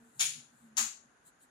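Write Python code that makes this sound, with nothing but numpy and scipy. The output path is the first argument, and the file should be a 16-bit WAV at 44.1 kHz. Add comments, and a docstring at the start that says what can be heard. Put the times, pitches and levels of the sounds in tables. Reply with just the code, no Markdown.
"""A blade scrapes hard, dry heel skin in two quick strokes, close to a pair of microphone ports in a small live room.
Each stroke is a dense burst of tiny fractures shaped by the blade's force; sharper snaps are short noise cracks.
The room rings on through shifting patterns of dense reflections. Around the strokes the blade brushes the skin lightly.
Under it lie soft room air (filtered noise), a wavering low hum with a faint early tone, and a faint narrow-band rumble."""
import sys
import numpy as np
from scipy import signal
from scipy.fft import rfft, irfft
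from scipy.io import wavfile
from scipy.ndimage import uniform_filter1d

SR = 44100
rng = np.random.default_rng(int(sys.argv[2]) if len(sys.argv) > 2 else 0)


def put_to_file(sound):
    """Save the sound as 16-bit audio at rate SR, in the file named by the first command-line argument."""
    columns = np.atleast_2d(sound).T  # one column per channel
    safe = np.clip(columns, -1, 1)
    whole_steps = np.round(safe * 32767)
    wavfile.write(sys.argv[1], SR, whole_steps.astype(np.int16))


N = 66150


def amp(db):
    """Decibels to gain."""
    return 10 ** (np.asarray(db) / 20)


def unit(x):
    """Scales to rms 1."""
    return x / np.sqrt(np.mean(x ** 2) + 1e-20)


def read(points, hz):
    """Reads a table on a log-frequency axis."""
    f, value = np.transpose(points)
    return np.interp(np.log(hz + 1), np.log(f + 1), value)


def colour(x, curve_db):
    """Minimum-phase filter whose gain in dB is a function of frequency."""
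    size = 4096
    hz = abs(np.fft.fftfreq(size, 1 / SR))
    log_gain = np.log(amp(curve_db(hz)))
    response = np.exp(np.conj(signal.hilbert(log_gain)))
    taps = np.fft.ifft(response).real[:size // 2]
    return signal.fftconvolve(x, taps)[:len(x)]


def tint(x, points):
    """Colours a sound by a table of hz, gain_db."""
    return colour(x, lambda hz: read(points, hz))


def pan(x, left_db):
    """Sets the left-over-right level difference; the right port hears the sound slightly later."""
    right_lag_s = 0.00023
    late = np.roll(x, round(right_lag_s * SR))
    return np.array([x * amp(left_db / 2), late * amp(-left_db / 2)])


def drift(rate_hz):
    """Slow random motion of rms 1: noise under a Gaussian low-pass."""
    lowpass = np.exp(-(np.fft.rfftfreq(N, 1 / SR) / rate_hz) ** 2)
    return unit(irfft(rfft(rng.standard_normal(N)) * lowpass, N))


def cracks(per_s):
    """A dense train of tiny fractures of uneven size, with steady mean power."""
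    spread_db = 1.5
    size = amp(spread_db * np.minimum(rng.exponential(1, N), 4)) * rng.choice([-1, 1], N)
    train = size * (rng.random(N) < per_s / SR)
    power = abs(uniform_filter1d(train ** 2, size=200))
    return train / np.sqrt(power + 1e-6)


def air():
    """Steady room air: coloured noise, most alike in the two ports around 250 Hz."""
    # noise spectrum before rms scaling: hz, density_db_per_hz
    air_colour = [(25, -25.5), (60, -1), (130, -10), (250, 2), (400, -4.5), (850, -2.5), (1150, -3.5),
                  (1550, 0), (2100, -8.5), (3500, -13.5), (5500, -19.5), (8000, -24), (11500, -16.5),
                  (13000, -67), (16000, -40)]
    # left-right correlation: hz, likeness (0 to 1)
    likeness = [(50, 0), (250, 1), (600, 0.14), (1500, 0), (8000, 0.088)]
    level_db = -66
    hz = np.fft.rfftfreq(N, 1 / SR)
    a, b = rfft(rng.standard_normal((2, N)))
    same = np.clip(read(likeness, hz), -1, 1)
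    right = same * a + np.sqrt(1 - same ** 2) * b
    noise = irfft(np.array([a, right]) * amp(read(air_colour, hz)), N)
    return amp(level_db) * unit(noise)


def rumble():
    """A soft narrow band of low noise comes and goes, like a distant rumble in the room."""
    # rumble envelope: time_s, level_db
    rumble_level = [(0.0, -78), (0.136, -82.5), (0.166, -68.5), (0.274, -61.5), (0.342, -68.5),
                    (0.358, -64.5), (0.376, -59.5), (0.438, -80), (0.654, -75), (0.752, -79.5),
                    (0.826, -64.5), (1.01, -92.5), (1.076, -71.5), (1.106, -89.5), (1.244, -79), (1.5, -91)]
    centre_hz, width_hz = 145, 32
    t = np.arange(N) / SR
    band = (drift(width_hz) + 1j * drift(width_hz)) * np.exp(2j * np.pi * centre_hz * t)
    level = amp(np.interp(t, *np.transpose(rumble_level)))
    return pan(unit(band.real) * level, 0)


def hum():
    """A low sine wavers in pitch and level, swells and fades; a faint higher tone dies out early on."""
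    # hum envelope before the trim: time_s, level_db
    hum_level = [(0.0, -67), (0.02, -61), (0.136, -75), (0.2, -72), (0.324, -84), (0.376, -61.5),
                 (0.43, -64), (0.48, -80.5), (0.554, -68.5), (0.584, -87), (0.646, -55.5), (0.768, -68),
                 (0.826, -50.5), (0.914, -81), (1.048, -73.5), (1.278, -91), (1.486, -83), (1.5, -81)]
    hum_hz, swing_hz, waver_hz, flutter, trim_db = 234, 8, 22, 0.25, -0.5
    faint_middle_s, faint_sigma_s, faint_hz, faint_db = 0.06, 0.055, 450, -70
    t = np.arange(N) / SR

    swell = np.exp(-0.5 * ((t - faint_middle_s) / faint_sigma_s) ** 2)
    faint = amp(faint_db) * swell * np.sin(2 * np.pi * faint_hz * t)

    pitch_hz = hum_hz + swing_hz * drift(waver_hz)
    tone = np.sin(2 * np.pi * np.cumsum(pitch_hz) / SR)
    wavering = unit(tone * (1 + flutter * drift(waver_hz)))
    level = amp(trim_db + np.interp(t, *np.transpose(hum_level)))
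    return pan(faint + level * wavering, 0)


def brushes():
    """The blade slides without biting: soft Gaussian swells of fine, bright grains."""
    # light touches: middle_s, sigma_s, level_db (before colour), left_over_right_db
    touches = [(0.09, .09, -73, 9), (0.209, 0.045, -63.5, 8), (0.605, .07, -71, 9),
               (1.276, 0.017, -62.5, 8), (1.429, 0.018, -64.5, 8)]
    # grain colour: hz, gain_db
    brush_colour = [(300, -11), (2500, -21), (3400, -2), (4100, 0.5), (5300, -16), (6600, -15.5),
                    (8000, 10.5), (9500, 5.5), (11500, 10), (16000, -3)]
    cracks_per_s = 2400
    t, out = np.arange(N) / SR, np.zeros((2, N))
    for middle_s, sigma_s, db, left_db in touches:
        touch = amp(db) * np.exp(-0.5 * ((t - middle_s) / sigma_s) ** 2)
        out += pan(tint(cracks(cracks_per_s) * touch, brush_colour), left_db)
    return out


def snaps():
    """Larger flakes break with one very short, decaying noise crack each."""
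    # flakes snapping off: start_s, energy_db (before colour)
    flakes = [(.1953, -19), (.2097, -13), (0.2176, -25), (0.7697, -14.5), (0.7768, -17), (0.784, -13.5),
              (0.794, -27), (0.7975, -39), (0.8083, -26)]
    # crack colour: hz, gain_db
    snap_colour = [(200, -40.5), (550, -33), (1000, -18), (3000, -6.5), (7000, -0.5), (11000, -5),
                   (16000, -22)]
    decay_s, left_over_right_db = 0.00088, 18.5
    out = np.zeros(N)
    for start_s, db in flakes:
        t = np.arange(N) / SR - start_s
        crack = rng.standard_normal(N) * (t >= 0) * np.exp(-abs(t) / decay_s)
        out += amp(db) * crack / np.linalg.norm(crack)
    return pan(tint(out, snap_colour), left_over_right_db)


def scrapes():
    """The edge settles and bites, force builds until the flake lets go, and a weak drag follows."""
    # strokes: bite_s, rise_s, level_db (before colour), left_over_right_db, drag_db, drag_decay_s
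    strokes = [(.197, .013, -26, 3, -15.5, 0.059), (.772, 0.0098, -26.5, 2.5, -14, 0.037)]
    # skin colour under the blade: hz, first_stroke_db, second_stroke_db
    skin_colour = [(101.2, -39.5, -24.5), (504, -17, -40.5), (623, -24, -14.5), (813, -6.5, -4),
                   (1050, -15, 3), (1389, -5.5, 3), (1920, -3.5, -3), (2440, 3, 1), (3340, 1.5, -2),
                   (4230, 3, -0.5), (6200, -5, -4), (7500, -4.5, -1.5), (10820, 1.5, -6.5),
                   (12160, -7, -4.5), (16200, -9.5, -8.5)]
    cracks_per_s = 4600
    touch_db, touch_s = -4.5, 0.0025  # extra cut just before the bite, deeper the earlier
    bite_db, release_s = -10, 0.0035  # force at the bite relative to its peak; decay after the peak
    out, skin = np.zeros((2, N)), np.array(skin_colour)
    for k, (bite_s, rise_s, db, left_db, drag_db, drag_s) in enumerate(strokes):
        t = np.arange(N) / SR - bite_s
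        after = np.maximum(t - rise_s, 0)
        touch = np.where(t > 0, 1, amp(touch_db) * np.exp(-abs(t) / touch_s))
        build = touch * amp(bite_db * np.clip(1 - t / rise_s, 0, 1))
        release = np.exp(-after / release_s)
        drag = amp(drag_db) * np.exp(-after / drag_s)
        force = build * (release + drag)
        rasp = cracks(cracks_per_s) * force * amp(db)
        out += pan(tint(rasp, skin[:, [0, k + 1]]), left_db)
    return out


def reflections():
    """Dense reflections build up, then each band dies away at its own rate; unit energy per port."""
    # room decay: hz, t60_s
    room_t60 = [(200, .28), (600, 0.25), (1000, 0.31), (3000, 0.38), (7000, .37), (10000, 0.34),
                (15000, 0.26)]
    build_s, gap_s = 0.0031, 0.001
    t = np.arange(SR) / SR
    build = 1 - np.exp(-np.maximum(t - gap_s, 0) / build_s)
    taps = rng.standard_normal((2, SR)) * build
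    hz, when_s, z = signal.stft(taps, SR, nperseg=256)
    decay = amp(-60 * when_s / read(room_t60, hz)[:, None])
    tail = signal.istft(z * decay, SR, nperseg=256)[1]
    return tail / np.linalg.norm(tail, axis=1, keepdims=True)


def room(x, count=6):
    """The travelling edge feeds overlapping patterns of reflections in turn, round and round."""
    level_db, cycle_hz = 3.5, 69.57  # cycle: once through all the patterns
    place, out = np.arange(N) / SR * cycle_hz * count, np.zeros((2, N))
    for k in range(count):
        share = np.sin(np.pi / 2 * np.minimum((place - k) % count, 2))
        out += signal.fftconvolve(x * share, reflections(), axes=1)[:, :N]
    return amp(level_db) * out


def scene():
    """Blade and skin, direct and in the room, over air, hum and rumble; the snaps feed the room less."""
    snap_room_db = -8
    background = air() + rumble() + hum()
    rasp, snap = scrapes(), snaps()
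    ringing = room(rasp + amp(snap_room_db) * snap)
    return background + brushes() + ringing + snap + rasp


def port(x, centre_hz, width_hz, lift_db, shelf_db, bell_db):
    """A microphone port rings in the treble, has a second bell there and dulls the very top."""
    bell_hz, bell_width_hz, shelf_hz = 10050, 1800, 8900

    def bell(hz, centre, width):
        """Resonance shape, 1 at the centre and half that at the edges of its width."""
        return 1 / (1 + (2 * (hz - centre) / width) ** 2)

    def curve_db(hz):
        """Sum of resonance, second bell and treble shelf."""
        resonance = lift_db * bell(hz, centre_hz, width_hz)
        second = bell_db * bell(hz, bell_hz, bell_width_hz)
        shelf = shelf_db / (1 + (shelf_hz / (hz + 1)) ** 8)
        return resonance + second + shelf

    return colour(x, curve_db)


def suppress(x):
    """Mild noise suppressor: turns down time-frequency regions of low power density."""
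    max_cut_db, threshold_db_per_hz = -6.5, -102  # half the cut in dB at the threshold
    z = signal.stft(x, SR, nperseg=512, noverlap=384, scaling="psd")[2]
    power = uniform_filter1d(2 * abs(z) ** 2, size=3, axis=1)  # across bins
    power = uniform_filter1d(power, size=7, axis=2)  # across frames
    gain = amp(max_cut_db / (1 + abs(power) / amp(threshold_db_per_hz) ** 2))
    return signal.istft(z * gain, SR, nperseg=512, noverlap=384, scaling="psd")[1][:, :N]


def record(dry):
    """Each port adds its own colour; then mild noise suppression and a low-pass band limit."""
    # ports, left then right: resonance_hz, width_hz, lift_db, treble_shelf_db, second_bell_db
    ports = [(6804, 1750, 18, -7, -5.5), (9040, 3200, 8.5, -1.5, 2.5)]
    edge_hz = 15800
    heard = suppress(np.array([port(x, *row) for x, row in zip(dry, ports)]))
    lowpass = signal.firwin(511, edge_hz, window=("kaiser", 9), fs=SR)
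    return signal.oaconvolve(heard, lowpass[None], "same")


dry = scene()
out = record(dry)
put_to_file(out)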